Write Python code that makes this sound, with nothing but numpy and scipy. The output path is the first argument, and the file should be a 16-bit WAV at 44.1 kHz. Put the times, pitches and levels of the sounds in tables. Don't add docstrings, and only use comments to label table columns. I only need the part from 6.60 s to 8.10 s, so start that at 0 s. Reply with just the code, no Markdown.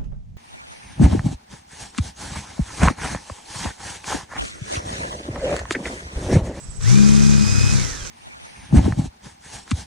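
import sys
import numpy as np
from scipy import signal
from scipy.io import wavfile
from scipy.ndimage import uniform_filter1d, minimum_filter1d

SR = 44100
rng = np.random.default_rng(int(sys.argv[2]) if len(sys.argv) > 2 else 0)


def persist_wave(psi):
    counts = np.round(np.clip(psi, -1, 1) * 32767).astype(np.int16)
    wavfile.write(sys.argv[1], SR, np.atleast_2d(counts).T)


N = 66150
TIME = np.arange(N) / SR
CUTOFF_HZ = 15700


def from_db(db):
    return 10 ** (np.asarray(db) / 20)


def unit_rms(x):
    return x / np.sqrt(np.mean(x ** 2) + 1e-20)


def over_time(rows):
    times, *columns = np.transpose(rows)
    return [np.interp(TIME, times, column) for column in columns]


def at_hz(rows, hz):
    points, *columns = np.transpose(rows)
    return np.array([np.interp(np.log(hz), np.log(points), column) for column in columns])


def pan(left_over_right_db):
    return from_db(np.array([[left_over_right_db], [-left_over_right_db]]) / 2)


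def drift(hz):
    pole = np.exp(-2 * np.pi * hz / SR)
    return unit_rms(signal.lfilter([1], [1, -2 * pole, pole * pole], rng.standard_normal(2 * N))[N:])


def band(x, low_hz, high_hz):
    return signal.sosfilt(signal.butter(2, [low_hz, high_hz], "band", fs=SR, output="sos"), x)


def banded_noise(white, spectrum, correlation, flicker_db, tilt_db_per_octave=0):
    edges = 2 ** np.arange(np.log2(spectrum[0][0] / np.sqrt(2)), np.log2(CUTOFF_HZ), 1 / 3)
    total = 0
    for k, (low, high) in enumerate(zip(edges, edges[1:])):
        mid, side = band(white[k % 2], low, high)
        hz = np.sqrt(low * high)
        alike = np.clip(at_hz(correlation, hz), -1, 1)
        stereo = np.sqrt(1 + alike) * mid + np.sqrt(1 - alike) * side * [[1], [-1]]
        level_db = at_hz(spectrum, hz)[:, None] + flicker_db * drift(30)
        total = total + from_db(level_db + tilt_db_per_octave * np.log2(hz / 4000)) * stereo
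    return unit_rms(total)


def partial(cycles, level_db, wobble_db, wander_rad, drift_hz):
    amplitude = np.sqrt(2) * from_db(level_db + wobble_db * drift(drift_hz))
    return amplitude * np.sin(2 * np.pi * cycles + wander_rad * drift(drift_hz))


# frequency_hz, left_db, right_db
AIR_SPECTRUM = [(43.8, -0.5, 2.5), (126, -0.5, -8.5), (290, -17, -21.5), (700.0, -25.0, -23.5),
                (1480, -26, -26.5), (3000.0, -33, -31), (4450, -32, -31), (6300, -35, -19.5),
                (7770, -47, -27.5), (9400, -31, -34), (11100, -57, -78), (15000.0, -94, -77)]


def outdoor_air():
    correlation = [(50, 0), (500, 0), (3000, 0.065), (10000, 0.19)]  # frequency_hz, correlation
    white = rng.standard_normal((2, 2, N))
    return from_db(-38) * banded_noise(white, AIR_SPECTRUM, correlation, flicker_db=0.5)


# start_s, level_db
CHIRP_NOTES = [(-.03, -36), (.032, -46.5), (0.094, -42.5), (0.154, -44), (0.216, -44.5)]


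def chirps(note_s=0.0248, top_hz=8010, fall_hz=940, porch_t60_s=.3):
    lead = N // 10
    t = (np.arange(N + lead) - lead) / SR
    direct = 0
    for start_s, level_db in CHIRP_NOTES:
        progress = np.clip((t - start_s) / note_s, 0, 1)
        pitch_hz = top_hz - fall_hz * progress ** 4
        envelope = from_db(level_db) * np.sin(np.pi * progress)
        direct = direct + envelope * np.sin(2 * np.pi * np.cumsum(pitch_hz) / SR)
    porch = rng.standard_normal((2, N)) * from_db(-60 * TIME / porch_t60_s)
    porch /= np.sqrt((porch ** 2).sum(1, keepdims=True))
    echo = signal.fftconvolve(direct[None], porch)
    return pan(-17.5) * (direct[lead:] + from_db(-2) * echo[:, lead:lead + N])


def thumps(first_s=.0855, every_s=.1024, pitch_hz=49.7, t60_s=0.038):
    age_s = (TIME - first_s) % every_s
    envelope = from_db(-16.5 - 60 * age_s / t60_s) * (TIME > first_s)
    return band(envelope * np.sin(2 * np.pi * pitch_hz * age_s), 12, 300)


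ON_S, OFF_S = .174, 1.122
# time_s, stroke_hz
LOADED_SPEED = [(.6, 69.3), (.76, 68.9), (.93, 69.72), (1.12, 70.02)]


def motor_speed(spin_up_s=.06, coast_s=.655):
    running_hz, = over_time(LOADED_SPEED)
    run_up = 1 - np.exp(-np.maximum(TIME - ON_S, 0) / spin_up_s)
    coast = np.exp(-np.maximum(TIME - OFF_S, 0) / coast_s)
    return running_hz * run_up * coast


# time_s, stroke_db, bite_db, double_db, buzz_db
SHAKE_LEVELS = [(0.21, -32.0, -30.0, -32.0, -29.0), (0.235, -33.0, -30.0, -22.0, -19.0),
                (0.275, -31.0, -30.0, -9.0, -32.0), (0.33, -44.0, -31.0, -8.0, -12.0),
                (0.41, -25.0, -30.0, -14.0, -7.0), (0.55, -21.0, -32.0, -13.0, -12.0),
                (0.74, -21.0, -30.0, -13.0, -13.0), (0.79, -19.0, -26.0, -14.0, -17.0),
                (0.83, -21.0, -22.0, -22.0, -11.0), (0.865, -23.0, -18.0, -28.0, -23.0),
                (0.94, -22.0, -17.0, -21.0, -25.0), (1.0, -20.0, -13.0, -19.0, -27.0),
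                (1.075, -23.0, -14.0, -19.0, -32.0), (1.11, -23.0, -25.0, -23.0, -31.0),
                (1.135, -25.0, -17.0, -14.0, -16.0), (1.17, -25.0, -24.0, -13.0, -26.0),
                (1.2, -23.0, -26.0, -21.0, -20.0), (1.26, -30.0, -30.0, -25.0, -38.0),
                (1.31, -35.0, -45.0, -40.0, -51.0)]
# stroke_multiple, relative_db
BUZZ_TONES = [(2.5, -17), (4, -20), (4.5, -22), (5, -25), (6, -25)]
# stroke_multiple, relative_db
CHATTER_TONES = [(1.75, -14), (2.75, -15), (3.5, -21), (4.5, -19)]
# frequency_hz, gain_db
RIGHT_MIC_RESPONSE = [(68, -7), (105, -7), (124, -7), (138, -2.6), (205, -7.5), (280, -3), (420, -2)]


def table_shake(strokes, stroke_hz, fade_db_per_s=350, right_lag_s=0.00021):
    outside_s = np.maximum(SHAKE_LEVELS[0][0] - TIME, 0) + np.maximum(TIME - SHAKE_LEVELS[-1][0], 0)
    levels_db = np.array(over_time(SHAKE_LEVELS)) - fade_db_per_s * outside_s
    _, bite_db, _, buzz_db = levels_db
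    tones = list(zip((1, 1.5, 2, 3), levels_db))
    tones += [(multiple, buzz_db + db) for multiple, db in BUZZ_TONES]
    tones += [(multiple, bite_db + db) for multiple, db in CHATTER_TONES]
    shake_rms = np.sqrt((from_db(levels_db) ** 2).sum(0))
    rattle = from_db(-20) * shake_rms * unit_rms(band(rng.standard_normal(N), 85, 290))
    left, right = rattle, from_db(-4) * rattle
    for multiple, level_db in tones:
        tone = partial(multiple * strokes, level_db, wobble_db=.6, wander_rad=.07, drift_hz=60)
        left = left + tone
        right = right + tone * from_db(at_hz(RIGHT_MIC_RESPONSE, multiple * stroke_hz + 1)[0])
    return np.array([left, -np.interp(TIME - right_lag_s, TIME, right)])


# time_s, mesh_db, octave_db
WHINE_LEVELS = [(.2, -58, -72), (.29, -42, -50), (.46, -41, -44), (.7, -43, -47.5), (.84, -40, -39),
                (.93, -38.5, -38.5), (1.02, -33, -37.5), (1.115, -34.5, -39.5), (1.13, -43, -48),
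                (1.3, -45, -57), (1.5, -53, -58)]


def gear_whine(strokes, stroke_hz, teeth=36):
    mesh_db, octave_db = over_time(WHINE_LEVELS)
    slack = np.tanh((1 - stroke_hz / stroke_hz.max()) / .04)
    wobble_db, wander_rad = 2 + 2.5 * slack, .2 + .55 * slack
    whine = 0
    for harmonic, db, pan_db in [(1, mesh_db, 5.5), (2, octave_db, -10.5), (3, octave_db - 13, -10.5)]:
        tone = partial(harmonic * teeth * strokes, db, wobble_db, wander_rad, drift_hz=53)
        whine = whine + pan(pan_db) * tone
    return whine * (TIME > ON_S)


def blade_friction(strokes, stroke_hz, repeating_share=0.32):
    spots = int(SR / stroke_hz.max())
    surface = rng.standard_normal((2, 2, spots))[..., (strokes % 1 * spots).astype(int)]
    fresh = rng.standard_normal((2, 2, N))
    return np.sqrt(repeating_share) * surface + np.sqrt(1 - repeating_share) * fresh


def blade_clacks(strokes, stroke_hz, out_db=2.5, return_db=-2, scatter_db=1.6, decay_s=.0025):
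    reversal, progress = np.divmod(2 * (strokes + 0.33), 1)
    reversal = reversal.astype(int)
    scatter = np.clip(rng.standard_normal(N), -2, 2)[reversal]
    strength_db = np.where(reversal % 2, return_db, out_db) + scatter_db * scatter
    age_s = progress / (2 * stroke_hz + 1)
    return from_db(strength_db) * np.exp(-age_s / decay_s) * (TIME > ON_S)


# time_s, level_db
RASP_LEVELS = [(.17, -78), (.21, -40), (.255, -31), (.3, -26), (.38, -27), (.6, -27), (.78, -28),
               (.95, -28), (1.14, -26.5), (1.22, -28), (1.32, -31.5), (1.38, -34.5), (1.44, -36),
               (1.46, -32.5), (1.5, -37.5)]
# frequency_hz, left_db, right_db
RASP_SPECTRUM = [(296.9, -2.5, -7.5), (480, -14, -5.5), (650, -17.5, -17), (1020, -13, -9.5),
                 (1520, -6.5, -10), (1850.0, -11.5, -15.5), (2320, -9, -13), (2860, -19, -17.5),
                 (3640, -13.5, -14), (4660, -16.5, -14.5), (5570, -18, -4.5), (7300, -16.5, -7),
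                 (8540, -21.5, -21), (10230, -32.5, -25.5), (11700, -42, -44), (13300.0, -46.0, -43.0),
                 (15000.0, -90.0, -91.0)]
# frequency_hz, correlation
RASP_CORRELATION = [(300, -0.65), (600, 0.26), (1200, -0.23), (2100, -0.025), (4000, 1), (7000, -0.57),
                    (13000, 0.73)]


def blade_rasp(strokes, stroke_hz, grit_db=1, grit_hz=494):
    clacks = blade_clacks(strokes, stroke_hz)
    contact = unit_rms(np.sqrt(1 + clacks ** 2) * from_db(grit_db * drift(grit_hz)))
    level_db, = over_time(RASP_LEVELS)
    slowness = 1 - stroke_hz / stroke_hz.max()
    rasp = banded_noise(blade_friction(strokes, stroke_hz), RASP_SPECTRUM, RASP_CORRELATION,
                        flicker_db=1.04, tilt_db_per_octave=0.5 * slowness)
    return from_db(level_db) * contact * rasp


# start_s, level_db
BLADE_CATCHES = [(0.731, -31.5), (1.167, -30.5), (1.198, -37), (1.222, -29), (1.321, -38)]


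def blade_scrapes(rise_s=0.0019, band_hz=(3840, 4360)):
    envelope = 0
    for start_s, level_db in BLADE_CATCHES:
        age = np.maximum(TIME - start_s, 0) / rise_s
        envelope = envelope + from_db(level_db) * age * np.exp(1 - age)
    return envelope * unit_rms(band(rng.standard_normal(N), *band_hz))


def scene():
    background = outdoor_air() + chirps() + thumps()
    stroke_hz = motor_speed()
    strokes = np.cumsum(stroke_hz) / SR
    mechanism = table_shake(strokes, stroke_hz) + gear_whine(strokes, stroke_hz)
    blades = blade_rasp(strokes, stroke_hz) + blade_scrapes()
    return background + mechanism + blades


def record(dry):
    window = SR // 200
    needed_gain = 1 / np.maximum(np.abs(dry).max(0), 1)
    gain = uniform_filter1d(minimum_filter1d(needed_gain, window), window)
    low_pass = signal.cheby2(12, 70, CUTOFF_HZ, fs=SR, output="sos")
    return signal.sosfilt(low_pass, gain * dry)


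dry = scene()
out = record(dry)
persist_wave(out)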